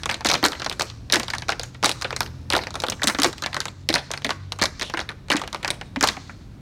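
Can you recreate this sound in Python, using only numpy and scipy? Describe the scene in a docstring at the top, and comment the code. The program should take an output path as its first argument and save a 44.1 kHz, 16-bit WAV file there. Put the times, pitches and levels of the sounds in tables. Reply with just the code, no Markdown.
"""Tap dancers on a pavement

A row of dancers tap on plywood boards, a few metres from a phone. Each blow clacks the loose metal
plate and knocks the board, by noisy contacts that ring damped resonances; landings thump the hollow.
Scuffs and brushes are longer, softer contacts. Steps, cars and house fronts scatter echoes of it all.
Behind are wavering sine harmonics of a distant engine that slowly speeds up, and shaped town noise."""
import sys
import numpy as np
from scipy import signal
from scipy.fft import rfft, irfft
from scipy.io import wavfile
from scipy.ndimage import uniform_filter1d

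SR = 44100
rng = np.random.default_rng(int(sys.argv[2]) if len(sys.argv) > 2 else 0)


def master_out(mix):
    """Clip the mix to full scale and print it as 16-bit PCM to the path in sys.argv[1]."""
    frames = np.transpose(np.atleast_2d(mix))
    ceiling = np.clip(frames, -1, 1)
    pcm = np.round(ceiling * 32767).astype(np.int16)
    wavfile.write(sys.argv[1], SR, pcm)


N = 291490  # samples, about 6.6 s

# Heavily damped resonances of the loose metal plate under the shoe.
# Each row: frequency in Hz, width in Hz, relative level in dB.
PLATE_MODES = [(3360, 750, 1), (3923, 666, 8.5), (5780, 1610, 2)]
# The plate's higher resonances, for its sharp edge. Each row: frequency in Hz, width in Hz, relative level in dB.
EDGE_MODES = [(8560, 1400, -6), (11900, 2300, -17.5)]
# Resonances of the plywood board. Each row: frequency in Hz, width in Hz, relative level in dB.
BOARD_MODES = [(722, 550, -1), (1200, 620, -0.4), (1630, 658, 2), (2250, 1340, -0.05)]
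# Resonances of the hollow beneath the board; each landing brings its own frequency for the first.
# Each row: frequency in Hz, width in Hz, relative level in dB.
HOLLOW_MODES = [(304.4, 29, 4), (422, 260, -9), (603, 480, -6.5), (174, 80, -20)]


def undb(db):
    """Turn dB into gain."""
    return 10 ** (np.asarray(db) / 20)


def unit(x):
    """Scale to rms 1."""
    return x / np.sqrt(np.mean(x ** 2))


def walk(rate):
    """Wander smoothly and at random, with rms 1, drawing about `rate` new values a second."""
    hold = int(SR / rate)
    steps = np.repeat(rng.standard_normal(N // hold + 1), hold)
    smooth = uniform_filter1d(uniform_filter1d(steps, hold), hold)
    return unit(smooth[:N])


def engine():
    """Second and third harmonics of a climbing firing rate waver together in pitch and swell on their own."""
    # Level of the distant engine's firing lines, before slow swells.
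    # Each row: time in seconds, second harmonic in dB, third harmonic in dB.
    engine_levels = [(0.2, -40, -56), (0.95, -48, -41), (1.4, -40, -38), (2.1, -42.5, -39.5),
                     (2.48, -33, -38.5), (2.7, -51, -50.5), (3.87, -38.5, -40), (4.07, -53, -40.5),
                     (4.44, -31.5, -41.5), (4.7, -49, -50.5)]
    start_hz, climb_hz_per_s = 36.25, 2.45
    s, *levels = np.transpose(engine_levels)
    t = np.arange(N) / SR
    firing_hz = (start_hz + climb_hz_per_s * t) * (1 + 0.015 * walk(10))
    turn = 2 * np.pi * np.cumsum(firing_hz) / SR
    out = np.zeros(N)
    for harmonic, db in enumerate(levels, start=2):
        level = undb(np.interp(t, s, db) + 1.2 * walk(3.7))
        out += level * np.sin(harmonic * turn)
    return out


def town():
    """Noise shaped into traffic rumble and air hiss, swelling a little."""
    # Spectrum of the town at a distance. Each row: frequency in Hz, relative level in dB.
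    town_spectrum = [(18, -53), (35, -7.5), (103, -9.5), (280, -19), (437, -29.5), (4000, -48), (8980, -57),
                     (16000, -64)]
    level_db = -38
    hz, db = np.transpose(town_spectrum)
    f = np.arange(1, N // 2 + 2) * SR / N
    shape = undb(np.interp(np.log(f), np.log(hz), db))
    noise = irfft(rfft(rng.standard_normal(N)) * shape, N)
    return unit(noise) * undb(level_db + 1.2 * walk(2))


def street(dry):
    """Sparse outdoor reflections thicken at first, then die away at a rate of their own in each band."""
    # Echo from the steps, cars and house fronts, in bands two octaves wide.
    # Each row: band centre in Hz, relative level in dB, time to fall by 60 dB in seconds.
    street_bands = [(348, -8.5, 0.29), (1585, -11.5, 0.45), (4700, -18, 0.58), (10970, -10.5, 0.32),
                    (4050, -26, 1.48)]
    t = np.arange(SR) / SR
    # each place along the row hears the walls differently
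    places = 4
    size = (places, len(t))
    # few surfaces, each with its own distinct answer
    sparse = rng.standard_normal(size) * rng.standard_exponential(size) ** 1.65
    # the nearest steps answer after a few milliseconds
    returns = unit(sparse) * (1 - np.exp(-(t / 0.0025) ** 2))
    echo = 0
    for hz, db, t60 in street_bands:
        fade = np.exp(-np.log(1000) * t / t60)
        sos = signal.butter(2, [hz / 2, hz * 2], "bandpass", fs=SR, output="sos")
        band = signal.sosfilt(sos, returns)
        echo = echo + undb(db) * band * fade / np.sqrt(np.sum(fade ** 2))
    # the dance is under way: the opening 1.4 s also stands in for the bar before, which still echoes
    bar = int(1.4 * SR)
    played = np.r_[dry[:bar], dry]
    # each short stretch of the dance comes from a place drawn at random
    stretch = 1024  # samples
    draws = rng.integers(places, size=len(played) // stretch + 1)
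    place = np.repeat(draws, stretch)[:len(played)]
    at_place = 1. * (place == np.arange(places)[:, None])
    share = uniform_filter1d(at_place, size=256)
    echoes = signal.fftconvolve(share * played, echo, axes=1).sum(axis=0)
    # moving bodies shade the echo: it comes in patches
    return undb(1.23 * walk(30)) * echoes[bar:bar + N]


def add(out, s, sounds):
    """Lay each sound into out at its time in seconds, cutting late tails at the end."""
    for start, sound in zip((s * SR).astype(int), sounds):
        piece = out[start:start + len(sound)]
        piece += sound[:len(piece)]


def strike(out, s, db, modes, contact_s, settle_s, settle_db, soft_hz, first_hz=None):
    """Each blow is a gritty contact, then a rattle as things settle, heard through the resonances."""
    touch_s = 0.001186  # scale of the random time the sole grazes before the full blow
    size = 4096
    hz, width, mode_db = np.transpose(modes)
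    t, f = np.arange(size) / SR, np.arange(size // 2 + 1) * SR / size
    chance = rng.standard_normal((len(s), 2 * len(modes) + size))
    tune, place, grit = np.split(chance, [len(modes), 2 * len(modes)], axis=1)
    graze_s = touch_s * np.minimum(np.abs(grit[:, :1]), 2)
    late = np.maximum(t - graze_s, 0)
    blow = late / contact_s * np.exp(1 - late / contact_s)
    rattle = (1 - np.exp(-t / (contact_s + touch_s))) * np.exp(-late / settle_s)
    # the power makes the grit spikier
    push = grit * np.abs(grit) ** 1.36 * (blow + undb(settle_db) * rattle)
    body = 0
    for k in range(len(modes)):
        # every board and shoe is tuned a little apart and struck elsewhere
        centre = hz[k] + 0.5 * width[k] * np.clip(tune[:, [k]], -2, 2)
        if k == 0 and first_hz is not None:
            centre = first_hz[:, None]
        gain = (-1) ** k * undb(mode_db[k] + 2.6 * place[:, [k]])
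        damping = 1j * f * width[k]
        body = body + gain * damping / (centre ** 2 - f ** 2 + damping)
    # a softer contact carries less treble
    clack = irfft(rfft(push) * body / (1 + 1j * f / soft_hz) ** 2, size)
    # db sets the loudest 2 ms of each clack
    loudest = np.sqrt(uniform_filter1d(clack ** 2, size=88).max(axis=1))
    add(out, s, clack * (undb(db) / loudest)[:, None])


def rebounds(s, click_db, knock_db):
    """The shoe bounces: one weaker blow follows each a few milliseconds later."""
    lag_s, level_db, scatter_db = .005, -9.5, 6  # random lag scale, highest level under the blow, spread below
    lag, weak_click, weak_knock = rng.standard_exponential((len(s), 3)).T
    bounce_s = s + .003 + lag_s * np.minimum(lag, 2)
    bounce_click_db = click_db + level_db - scatter_db * weak_click
    bounce_knock_db = knock_db + level_db - scatter_db * weak_knock
    return np.r_[s, bounce_s], np.r_[click_db, bounce_click_db], np.r_[knock_db, bounce_knock_db]


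def plate(out, s, click_db):
    """A very short contact clicks the metal plate; its sharp edge rings higher, more so on harder blows."""
    edge_db, edge_scatter_db, edge_gain_per_db = -10.5, 3.5, 0.22
    # edge-on blows are sharp, flat ones dull
    scatter = edge_scatter_db * rng.standard_normal(len(s))
    sharp_db = click_db * (1 + edge_gain_per_db) + edge_db + scatter
    strike(out, s, click_db, PLATE_MODES, 0.0001, 0.0034, -14, soft_hz=6700)
    strike(out, s, sharp_db, EDGE_MODES, 0.00008, 0.0054, -23, soft_hz=13100)


def board(out, s, knock_db):
    """The plywood knocks just after the plate, with a longer and duller contact."""
    lag_s = 0.0004
    strike(out, s + lag_s, knock_db, BOARD_MODES, 0.00032, 0.0087, -7.0, soft_hz=3500)


def hollow(out, s, knock_db):
    """The hollow answers each blow a little, softly and without its first resonance."""
    strike(out, s, knock_db - 14.5, HOLLOW_MODES[1:], 0.003, 0.037, -1.7, soft_hz=1100)


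def scuffs(out, s, click_db, knock_db):
    """Soles drag and far dancers lag: a faint, blurred scuff trails every blow."""
    lag_s, level_db, scatter_db = .022, -15, 29.5  # random lag scale, highest level under the blow, spread below
    lag, weak = rng.standard_exponential((len(s), 2)).T
    scuff_s = s + lag_s * np.minimum(lag, 2)
    scuff_db = np.maximum(click_db, knock_db) + level_db - scatter_db * weak
    strike(out, scuff_s, scuff_db, [*BOARD_MODES, *PLATE_MODES], 0.0093, 0.011, -21.0, soft_hz=5150)


def landings(out):
    """Full-weight landings thump the hollow beneath the board through all its resonances."""
    # Landings along the row. Each row: start in seconds, thump level in dB, pitch of the hollow in Hz.
    landing_rows = [(0.25, -16.5, 340), (0.431, -12, 372), (0.457, -20.5, 296), (1.129, -21.5, 264),
                    (1.161, -19, 317), (1.184, -27, 230), (1.842, -19.5, 293), (2.535, -16, 312),
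                    (3.041, -20.5, 306), (3.072, -24, 212), (3.187, -15, 286), (3.257, -17.5, 340),
                    (3.897, -16, 324), (3.944, -24, 237), (4.251, -24.5, 278), (4.622, -22.5, 286),
                    (4.938, -21, 300), (5.315, -20, 298), (5.346, -11.5, 300), (5.964, -19, 281),
                    (6.034, -23, 385), (6.172, -26.5, 281)]
    s, thump_db, hollow_hz = np.transpose(landing_rows)
    strike(out, s, thump_db, HOLLOW_MODES, 0.0016, 0.0037, -7, soft_hz=704, first_hz=hollow_hz)


def brushes(out):
    """A sole brushes long over a board: a slow contact hisses through the plate and its edge."""
    # Brushes of a sole. Each row: start in seconds, hiss level in dB.
    brush_rows = [(0.859, -39), (3.281, -45), (4.834, -29.5)]
    s, hiss_db = np.transpose(brush_rows)
    strike(out, s, hiss_db, [*PLATE_MODES, *EDGE_MODES], 0.019, 0.015, 0.91, soft_hz=8940)


def dancers():
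    """Plate and board answer every blow and rebound; hollow, scuffs, landings and brushes join them."""
    # Blows of the shoes on the boards. Each row: start in seconds, plate click in dB, board knock in dB.
    tap_rows = [(0.033, -22, -25.5), (0.0573, -16, -16.5), (0.092, -32, -14.5), (0.098, -13, -26.5),
                (0.1112, -18.5, -17), (0.142, -20.5, -21.5), (0.2067, -29, -25), (0.2467, -16, -15),
                (0.2572, -19.5, -13.5), (0.26, -13, -19.5), (0.2675, -14, -24), (0.287, -13, -15),
                (0.291, -15, -28), (0.2983, -14.5, -13.5), (0.301, -12, -12), (0.313, -9, -13.5),
                (0.3276, -20, -22), (0.336, -14, -21), (0.3397, -10, -11), (0.351, -19, -12.5),
                (0.428, -23, -14), (0.4389, -8, -9), (0.4496, -10, -13.5), (0.453, -13, -6.5),
                (0.461, -11.5, -24), (0.471, -25, -35), (0.483, -19, -29), (0.5191, -22, -24),
                (0.53, -26, -23), (0.549, -40, -27), (0.5968, -25, -32), (0.6017, -31, -25),
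                (0.6185, -23, -20.5), (0.6443, -22, -24.5), (0.6611, -18, -15.5), (0.6961, -16, -28),
                (0.7128, -42, -20), (0.725, -25, -30), (0.795, -15.5, -15), (0.8079, -17, -13),
                (0.8189, -15, -20), (0.8997, -27.5, -33), (1.0994, -18.5, -24.5), (1.1223, -6, -18.5),
                (1.13, -32, -9.5), (1.1376, -7, -16), (1.1436, -16.5, -10.5), (1.1571, -12, -10.5),
                (1.1659, -19, -17), (1.197, -18.5, -18), (1.231, -22.5, -26.5), (1.2808, -20.5, -25),
                (1.301, -20.5, -22), (1.335, -24.5, -15), (1.35, -24, -26.5), (1.382, -21, -28),
                (1.42, -26, -25), (1.484, -22, -22), (1.491, -15.5, -10), (1.5022, -22.5, -23.5),
                (1.5206, -20, -17.5), (1.595, -18, -22), (1.613, -28, -40), (1.633, -20.5, -26),
                (1.7456, -40, -34.5), (1.8277, -19.5, -16), (1.8357, -17, -9), (1.8435, -10, -8.5),
                (1.851, -11.5, -25.5), (1.8582, -6.5, -15), (1.8923, -11.5, -17), (1.8964, -28, -26),
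                (1.914, -14.5, -27), (2.012, -27, -28), (2.0215, -15.5, -20), (2.045, -19.5, -18),
                (2.106, -22, -19.5), (2.1263, -31, -18.5), (2.1627, -17.5, -22.5), (2.2053, -13.5, -11.5),
                (2.229, -25, -26.5), (2.261, -29, -31.5), (2.5013, -11.5, -19), (2.523, -16, -12.5),
                (2.533, -14.5, -12.5), (2.55, -13.5, -10), (2.5647, -11, -12.5), (2.5877, -43, -16.5),
                (2.6353, -27, -25.5), (2.669, -26.5, -19.5), (2.706, -26.5, -30.5), (2.7414, -25, -24.5),
                (2.7539, -23, -20.5), (2.8, -19.5, -27), (2.8198, -26, -28), (2.836, -19, -12),
                (2.865, -23, -28), (2.8845, -15, -18.5), (2.899, -14, -24), (2.92, -24.5, -20),
                (2.9946, -54, -30), (3.0178, -28, -15), (3.033, -9.5, -17.5), (3.039, -14.5, -16.5),
                (3.071, -7, -13.5), (3.077, -9.5, -29), (3.0821, -11, -13.5), (3.0967, -18.5, -14),
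                (3.1466, -21, -17), (3.1862, -19, -14.5), (3.1983, -17, -22.5), (3.218, -11, -16),
                (3.2321, -6, -19), (3.244, -9.5, -6.5), (3.25, -23, -12), (3.261, -18.5, -16.5),
                (3.328, -27.5, -29.5), (3.3796, -31, -35), (3.4218, -21, -22), (3.436, -19.5, -19.5),
                (3.4607, -15.5, -15.5), (3.5288, -25, -24), (3.544, -18, -19), (3.5648, -22, -13),
                (3.6028, -14.5, -19.5), (3.6543, -20, -20), (3.681, -25.5, -27.5), (3.8881, -9.5, -12),
                (3.9007, -16, -15), (3.927, -20, -25), (3.9399, -7.5, -14), (3.9525, -9.5, -19),
                (3.9567, -19, -9), (3.981, -23, -26), (4.1049, -37, -21.5), (4.1143, -15.5, -27),
                (4.1361, -23.5, -19.5), (4.1742, -24.5, -25), (4.219, -33, -30), (4.245, -16.5, -13),
                (4.264, -22, -23), (4.291, -28, -15), (4.3043, -17, -15), (4.52, -17, -22),
                (4.588, -28.5, -24), (4.5945, -34, -25), (4.602, -37, -36), (4.6145, -16.5, -12),
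                (4.621, -8.5, -17.5), (4.627, -12, -12), (4.637, -11, -14), (4.655, -12, -18.5),
                (4.796, -23, -25), (4.811, -19, -21), (4.8202, -17, -19.5), (4.828, -20, -24.5),
                (4.897, -31, -24.5), (4.938, -22.5, -15), (4.971, -23, -16.5), (4.991, -22, -16),
                (5.001, -24, -27.5), (5.0115, -28.5, -24), (5.0894, -22, -22.5), (5.103, -36.5, -28.5),
                (5.115, -44.5, -34), (5.284, -36, -34), (5.3004, -12, -11), (5.316, -13.5, -11),
                (5.325, -17.5, -28), (5.335, -23, -15), (5.357, -23, -18.5), (5.3668, -18.5, -20),
                (5.394, -31, -29), (5.416, -23, -18), (5.4362, -34, -22.5), (5.476, -25.5, -26),
                (5.5274, -23, -26.5), (5.5457, -23.5, -17), (5.6289, -28, -26.5), (5.6454, -19, -13.5),
                (5.6774, -18.5, -20.5), (5.7035, -12, -15), (5.811, -28, -27), (5.96, -29.5, -17),
                (6.0095, -12, -15), (6.0269, -8.5, -12.5), (6.0348, -17, -8), (6.039, -7, -9),
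                (6.0729, -11.5, -17.5), (6.0856, -10, -16.5), (6.167, -35, -26), (6.2937, -60, -28.5)]
    s, click_db, knock_db = np.transpose(tap_rows)
    hit_s, hit_click_db, hit_knock_db = rebounds(s, click_db, knock_db)
    out = np.zeros(N)
    plate(out, hit_s, hit_click_db)
    board(out, hit_s, hit_knock_db)
    hollow(out, s, knock_db)
    scuffs(out, s, click_db, knock_db)
    landings(out)
    brushes(out)
    return out


def scene():
    """Sum the dancers, their echo and the background into one channel."""
    taps = dancers()
    return (taps + street(taps) + engine() + town())[None]


def record(dry):
    """The phone rounds the loudest peaks, drops the deepest bass and cuts the top."""
    bass_hz, top_hz = 42, 16000
    rounded = np.tanh(0.78 * dry) / 1.114
    thin = signal.sosfilt(signal.butter(3, bass_hz, "highpass", fs=SR, output="sos"), rounded)
    return signal.sosfilt(signal.ellip(8, .2, 70, top_hz, fs=SR, output="sos"), thin)


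dry = scene()
out = record(dry)
master_out(out)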